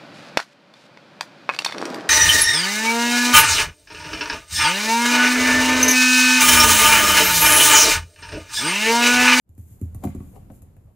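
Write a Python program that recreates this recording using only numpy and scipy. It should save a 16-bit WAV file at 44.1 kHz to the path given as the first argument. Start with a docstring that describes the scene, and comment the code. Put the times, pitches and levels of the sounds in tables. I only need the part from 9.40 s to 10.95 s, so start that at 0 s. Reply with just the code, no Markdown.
"""Goat kid on a plywood platform

Inside a barn, a stereo microphone close to a hollow plywood platform where a goat kid steps about.
Each hoof ticks on the gritty sheet, knocks its modes and sets the whole deck thumping; a few steps skid.
Straw and clothing rustle softly over the barn's low rumble; nearby boards and the barn echo the hooves."""
import sys
import numpy as np
from scipy import signal
from scipy.fft import rfft, irfft
from scipy.io import wavfile

SR = 44100
rng = np.random.default_rng(int(sys.argv[2]) if len(sys.argv) > 2 else 0)


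def digitize_waveform(pressure):
    """Quantize a signal to 16-bit integers and store it at the path in sys.argv[1].

    Rows of a 2-D input are taken as channels; values are limited to [-1, 1].
    """
    field = np.atleast_2d(pressure).T
    bounded = np.clip(field, -1, 1)
    quanta = np.round(bounded * 32767).astype(np.int16)
    wavfile.write(sys.argv[1], SR, quanta)


N = 68355

# The sound fades in over the first 0.09 s; then the low rumble swells and eases: time_s, level_db
RUMBLE_LEVELS = [(0.0, -93.5), (0.09, -58.5), (0.3, -52), (0.6, -45), (0.85, -45), (1.05, -46.5),
                 (1.25, -49.5), (1.55, -55)]
# Tone of the rumble: frequency_hz, relative_db
RUMBLE_SPECTRUM = [(20, -12), (45, -5), (62, -2.5), (80, -4), (110, -3.5), (200, -11), (350, -21),
                   (700, -30.5), (1400, -41.5), (4000, -52.5), (14000, -62)]
# Course of the straw and clothing rustle: time_s, level_db
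RUSTLE_LEVELS = [(0.06, -96), (0.10, -80), (0.165, -73.5), (0.185, -60), (0.25, -63.5), (0.33, -57),
                 (0.39, -65), (0.44, -61), (0.50, -69), (0.6, -65), (0.69, -53.5), (0.73, -69), (0.83, -61),
                 (0.96, -62.5), (1.08, -71.5), (1.16, -58), (1.20, -69), (1.32, -75), (1.55, -76.5)]
# Tone of the rustle: frequency_hz, relative_db
RUSTLE_SPECTRUM = [(200, -20), (700, -11), (1500, -7.5), (2500, -8), (4000, -13.5), (5800, -9.5),
                   (7100, 4.5), (8300, -1), (10000, 5), (11200, 1), (12600, 7), (15000, -3)]
# Single stalks cracking: start_s, level_db
STALK_CRACKS = [(0.151, -58.5), (0.397, -60), (1.12, -58), (1.191, -54)]
# Hoof falls and how hard each drives the wood and grit: start_s, thump_db, weight_lag_s, knock_db,
# knock_pitch_hz, clack_db, clack_pitch_hz, snap_db, tick_db, tick_left_minus_right_db
HOOF_FALLS = [(0.092, -44.5, 0.00054, -54.5, 236, -74, 700, -78, -59.5, 1),
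              (0.179, -33.5, 0.0075, -39.5, 210, -50.5, 346, -64, -50, 0),
              (0.308, -40, 0.0053, -47.5, 185, -84, 600, -83, -67, 11),
              (0.414, -23, .009, -25.5, 252, -46.5, 426, -56.5, -44.5, -9),
              (0.547, -29.5, 0.0025, -34, 170, -39.5, 1360, -66, -40, 2.5),
              (0.638, -40.5, 0.0079, -21.5, 425, -23.5, 930, -48, -42.5, 10),
              (0.652, -23.5, 0.00084, -16.5, 216, -37, 900, -51.5, -40.5, -8.5),
              (0.672, -36, 0.01, -32.5, 259, -32.5, 580, -47, -66, 2),
              (0.749, -33, 0.0147, -24, 298, -38.5, 463, -60, -45, 0),
              (0.804, -54, 0.0055, -30, 220, -39.5, 1200, -55, -59, 1),
              (0.959, -47, 0.0013, -46, 328, -41, 610, -58, -78, -2),
              (1.101, -44, 0.0094, -37, 252, -34, 425, -55.5, -69, 16),
              (1.22, -45.5, 0.0038, -52, 218, -51, 650, -63, -46, 4),
              (1.366, -46.5, 0.0052, -59, 315, -47.5, 480, -61, -57.5, -0.5),
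              (1.445, -44, 0.0052, -52, 193, -70, 684, -85, -76, 20)]
# Hooves skidding: peak_s, rise_s, fall_s, judder_db, judder_pitch_hz, grit_db
HOOF_SKIDS = [(0.642, 0.0066, 0.0084, -22, 860, -48.5), (0.963, 0.019, 0.016, -40, 590, -62.5),
              (1.482, 0.018, 0.031, -54, 760, -87)]
# Modes of the platform (two thump, five knock, the rest clack): pitch_hz, gain_db, t60_s
DECK_MODES = [(82.2, 1.5, 0.35), (110.7, 2.5, .13), (149.7, -5, 0.19), (204.3, -4.5, 0.18),
              (248.2, -6.5, 0.14), (276.8, -7, 0.12), (364.8, -11.5, .16), (505.4, -2.5, .13),
              (538, -5, 0.2), (637, -0.5, 0.1), (702, -0.5, 0.082), (768, -1, 0.065), (888, -8, 0.13),
              (1116.4, -1, 0.075), (2006, -5, 0.047), (2635, -13.5, 0.12)]
# Tone of horn chattering on wood: frequency_hz, relative_db
CLACK_SPECTRUM = [(150, -16), (400, 4), (750, 3), (1150, -7.5), (1500, -22), (2500, -21), (3500, -27),
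                  (6000, -31), (15000, -65)]
# Tone of the hoof rim's snap: frequency_hz, relative_db
SNAP_SPECTRUM = [(400, -10), (1200, 4.5), (1900, 0), (2700, -1), (3500, -14), (5000, -28), (15000, -28)]
# Tone of crushed grit: frequency_hz, relative_db
GRIT_SPECTRUM = [(300, -12), (1500, -7.5), (3000, -11.5), (5500, -12), (7200, 6), (8400, -1), (10000, 8.5),
                 (11200, -0.5), (12700, 8.5), (15000, -0.5)]
# Response of the barn's reverberation: frequency_hz, gain_db
BARN_RESPONSE = [(50, -20), (120, -15), (250, -19), (700, -22.5), (2000, -5.5), (7000, -9), (15000, -24)]
# The deck sagging under the kid's full weight: peak_s, level_db
DECK_SAGS = [(0.583, -37), (0.784, -32.5), (1.217, -40.5)]

GRAINS_PER_S, GRAIN_SPREAD_DB, GRAIN_POWER_SHARE = 3500, -1, 0.41
STRAW_FALL_S, RUSTLE_PAN_DB = 0.0012, 1
CLACK_FALL_S, CLACK_WIDTH_OCTAVES, CLACK_PAN_DB = 0.004, 0.73, 4
CLACK_JUDDER_DB, CLACK_STRIKE_DB, CLACK_DRY_DB = -15.5, -13.5, -11
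SNAP_FALL_S, SNAP_PAN_DB = 0.003, 5
TICK_FALL_S, TICK_TAIL_S, TICK_TAIL_DB = 0.001, 0.0098, -12
KNOCK_LAG_S, KNOCK_WIDTH_OCTAVES, KNOCK_BAND_HZ = 0.00091, 0.69, (130, 467)


def from_db(db):
    """Decibels to gain."""
    return 10 ** (np.asarray(db) / 20)


def unit_rms(x):
    """Scale to unit rms."""
    return x / np.sqrt(np.mean(x ** 2) + 1e-20)


def fader(points):
    """Gain over time from (time_s, level_db) points."""
    return from_db(np.interp(np.arange(N) / SR, *np.transpose(points)))


def pan(db):
    """Channel gains with the left louder than the right by db."""
    return from_db(np.array([[.5], [-.5]]) * db)


def spectrum_gains(points):
    """Gains on the padded FFT grid from (frequency_hz, gain_db) points."""
    hz, db = np.transpose(points)
    grid_hz = np.arange(N + 1) * SR / (2 * N)
    return from_db(np.interp(np.log(grid_hz + 1), np.log(hz), db))


def colour(x, points):
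    """Minimum-phase filter with the given spectrum; keeps the power of white noise."""
    cepstrum = irfft(np.log(unit_rms(spectrum_gains(points))))
    cepstrum[1:N] *= 2
    cepstrum[N + 1:] = 0
    return irfft(rfft(x, 2 * N) * np.exp(rfft(cepstrum)))[..., :N]


def low_cut(x, hz):
    """First-order high-pass."""
    return signal.sosfilt(signal.butter(1, hz, "high", fs=SR, output="sos"), x)


def swell(peak_s, rise_s, fall_s):
    """Exponential rise to a peak, then exponential fall."""
    t = np.arange(N) / SR - peak_s
    return np.exp(np.maximum(np.minimum(t / rise_s, -t / fall_s), -60))


def burst(start_s, fall_s):
    """Near-instant attack, exponential fall."""
    return swell(start_s, 4 / SR, fall_s)


def blows(times_s, db):
    """One click for each hoof fall."""
    clicks = np.zeros(N)
    np.add.at(clicks, np.clip((times_s * SR).astype(int), 0, N - 1), from_db(db))
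    return clicks


def ring(x, hz, t60_s):
    """One mode: a unit click sets off a dying sine of height 1."""
    r, w = from_db(-60 / (t60_s * SR)), 2 * np.pi * hz / SR
    return signal.lfilter([0, np.sin(w)], [1, -2 * r * np.cos(w), r * r], x + 1e-18)


def mode_share_db(hz, centre_hz, octaves):
    """Where the hoof lands favours the modes near one pitch."""
    return -5 * (np.log2(hz / centre_hz) / octaves) ** 2


def stereo_noise(likeness):
    """White noise; likeness is the share of power common to both channels."""
    common = np.sqrt(likeness) * rng.standard_normal(N)
    return common + np.sqrt(1 - likeness) * rng.standard_normal((2, N))


def grains():
    """Dense tiny cracks of straw or grit in a smooth hiss."""
    sizes = from_db(GRAIN_SPREAD_DB * np.minimum(rng.exponential(1, N), 5))
    hits = rng.random(N) < GRAINS_PER_S / SR
    cracks = unit_rms(hits * sizes * stereo_noise(likeness=.05))
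    hiss = stereo_noise(likeness=.05)
    return np.sqrt(GRAIN_POWER_SHARE) * cracks + np.sqrt(1 - GRAIN_POWER_SHARE) * hiss


def barn_rumble():
    """Low room tone of the barn, alike in both channels in the bass."""
    side = 1.02 * low_cut(rng.standard_normal(N), hz=600)
    mid = rng.standard_normal(N)
    return fader(RUMBLE_LEVELS) * colour(mid + side * np.array([[1], [-1]]), RUMBLE_SPECTRUM)


def straw_rustle():
    """Straw and clothing brush softly; now and then a stalk cracks."""
    cracks = sum(from_db(db) * burst(start_s, STRAW_FALL_S) for start_s, db in STALK_CRACKS)
    return pan(RUSTLE_PAN_DB) * (fader(RUSTLE_LEVELS) + cracks) * colour(grains(), RUSTLE_SPECTRUM)


def hoof_clacks():
    """Left of centre, hard horn strikes, chatters or skids on the wood and rings the upper modes."""
    start_s, clack_db, clack_hz = np.transpose(HOOF_FALLS)[[0, 5, 6]]
    landings = [from_db(db) * burst(s, CLACK_FALL_S) for s, db in zip(start_s, clack_db)]
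    skids = [from_db(db) * swell(s, rise, fall) for s, rise, fall, db, _, _ in HOOF_SKIDS]
    contacts = np.array(landings + skids)
    centres_hz = np.append(clack_hz, np.transpose(HOOF_SKIDS)[4])
    chatter = stereo_noise(likeness=.78)
    ringing = 0
    for k, (hz, db, t60_s) in enumerate(DECK_MODES[7:]):
        share_db = mode_share_db(hz, centres_hz, CLACK_WIDTH_OCTAVES)
        judder = (from_db(CLACK_JUDDER_DB + share_db) @ contacts) * chatter / np.sqrt(SR / 100)
        strike = blows(start_s, clack_db + CLACK_STRIKE_DB + share_db[:len(start_s)])
        ringing += (-1) ** k * from_db(db) * ring(judder + strike, hz, t60_s)
    scrape = from_db(CLACK_DRY_DB) * colour(contacts.sum(axis=0) * chatter, CLACK_SPECTRUM)
    return pan(CLACK_PAN_DB) * (ringing + scrape)


def rim_snaps():
    """The rim of the hoof meets the wood with a short dry snap."""
    start_s, snap_db = np.transpose(HOOF_FALLS)[[0, 7]]
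    contact = sum(from_db(db) * burst(s, SNAP_FALL_S) for s, db in zip(start_s, snap_db))
    return pan(SNAP_PAN_DB) * colour(contact * stereo_noise(likeness=.1), SNAP_SPECTRUM)


def grit_crunch():
    """Grit crushed under each hoof: a sharp tick and a short crunch, drawn out in the skids."""
    ticks = 0
    for start_s, *_, db, pan_db in HOOF_FALLS:
        tail = from_db(TICK_TAIL_DB) * burst(start_s, TICK_TAIL_S)
        ticks += pan(pan_db) * from_db(db) * (burst(start_s, TICK_FALL_S) + tail)
    skids = sum(from_db(db) * swell(s, rise, fall) for s, rise, fall, _, _, db in HOOF_SKIDS)
    return colour((ticks + pan(CLACK_PAN_DB) * skids) * grains(), GRIT_SPECTRUM)


def deck_thumps():
    """The weight follows each hoof; the two lowest modes swing against each other into a thump."""
    start_s, thump_db, lag_s = np.transpose(HOOF_FALLS)[:3]
    weight = blows(start_s + lag_s, thump_db)
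    lower, upper = (from_db(db) * ring(weight, hz, t60_s) for hz, db, t60_s in DECK_MODES[:2])
    return lower - upper


def sheet_knocks():
    """Each hoof knocks the middle modes of the plywood sheet."""
    start_s, knock_db, knock_hz = np.transpose(HOOF_FALLS)[[0, 3, 4]]
    knocks = 0
    for hz, db, t60_s in DECK_MODES[2:7]:
        drive_db = knock_db + db + mode_share_db(hz, knock_hz, KNOCK_WIDTH_OCTAVES)
        knocks += ring(blows(start_s + KNOCK_LAG_S, drive_db), hz, t60_s)
    return -signal.sosfilt(signal.butter(2, KNOCK_BAND_HZ, "band", fs=SR, output="sos"), knocks)


def fence_echoes(x, t60_s=0.11, gap_s=0.003, level_db=-4):
    """Quick scattered echoes off the boards close by, different in each channel."""
    t = np.arange(N) / SR
    echoes = rng.standard_normal((2, N)) * from_db(-60 * t / t60_s) * (t > gap_s)
    echoes /= np.sqrt(np.sum(echoes ** 2, axis=1, keepdims=True))
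    return from_db(level_db) * irfft(rfft(x, 2 * N) * rfft(echoes, 2 * N))[:, :N]


def barn_reverb(x, t60_s=0.66, gap_s=0.027):
    """The barn's diffuse tail reaches the microphone later, wide above the bass."""
    t = np.arange(N) / SR
    mid, side = rng.standard_normal((2, N)) * from_db(-60 * t / t60_s) * (t > gap_s)
    tail = (mid + low_cut(side, hz=250) * np.array([[1], [-1]])) / np.sqrt(np.sum(mid ** 2))
    return irfft(rfft(x, 2 * N) * rfft(tail, 2 * N) * spectrum_gains(BARN_RESPONSE))[:, :N]


def deck_sags(pitch_hz=52, half_width_s=0.014):
    """Under the full weight the whole deck makes one slow swing: a deep thud."""
    thuds = 0
    for peak_s, db in DECK_SAGS:
        t = np.arange(N) / SR - peak_s
        thuds -= from_db(db) * np.exp(-(t / half_width_s) ** 2) * np.cos(2 * np.pi * pitch_hz * t)
    return thuds


def scene():
    """At the microphone: close hooves, their echoes, and the rustle and rumble of the barn."""
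    contacts = hoof_clacks() + rim_snaps() + grit_crunch()
    hooves = contacts + deck_thumps() + sheet_knocks() + deck_sags()
    return hooves + fence_echoes(contacts) + barn_reverb(hooves) + straw_rustle() + barn_rumble()


def record(dry):
    """A steep high cut at 14.6 kHz."""
    return signal.sosfilt(signal.ellip(10, .3, 70, 14600, fs=SR, output="sos"), dry)


dry = scene()
out = record(dry)
digitize_waveform(out)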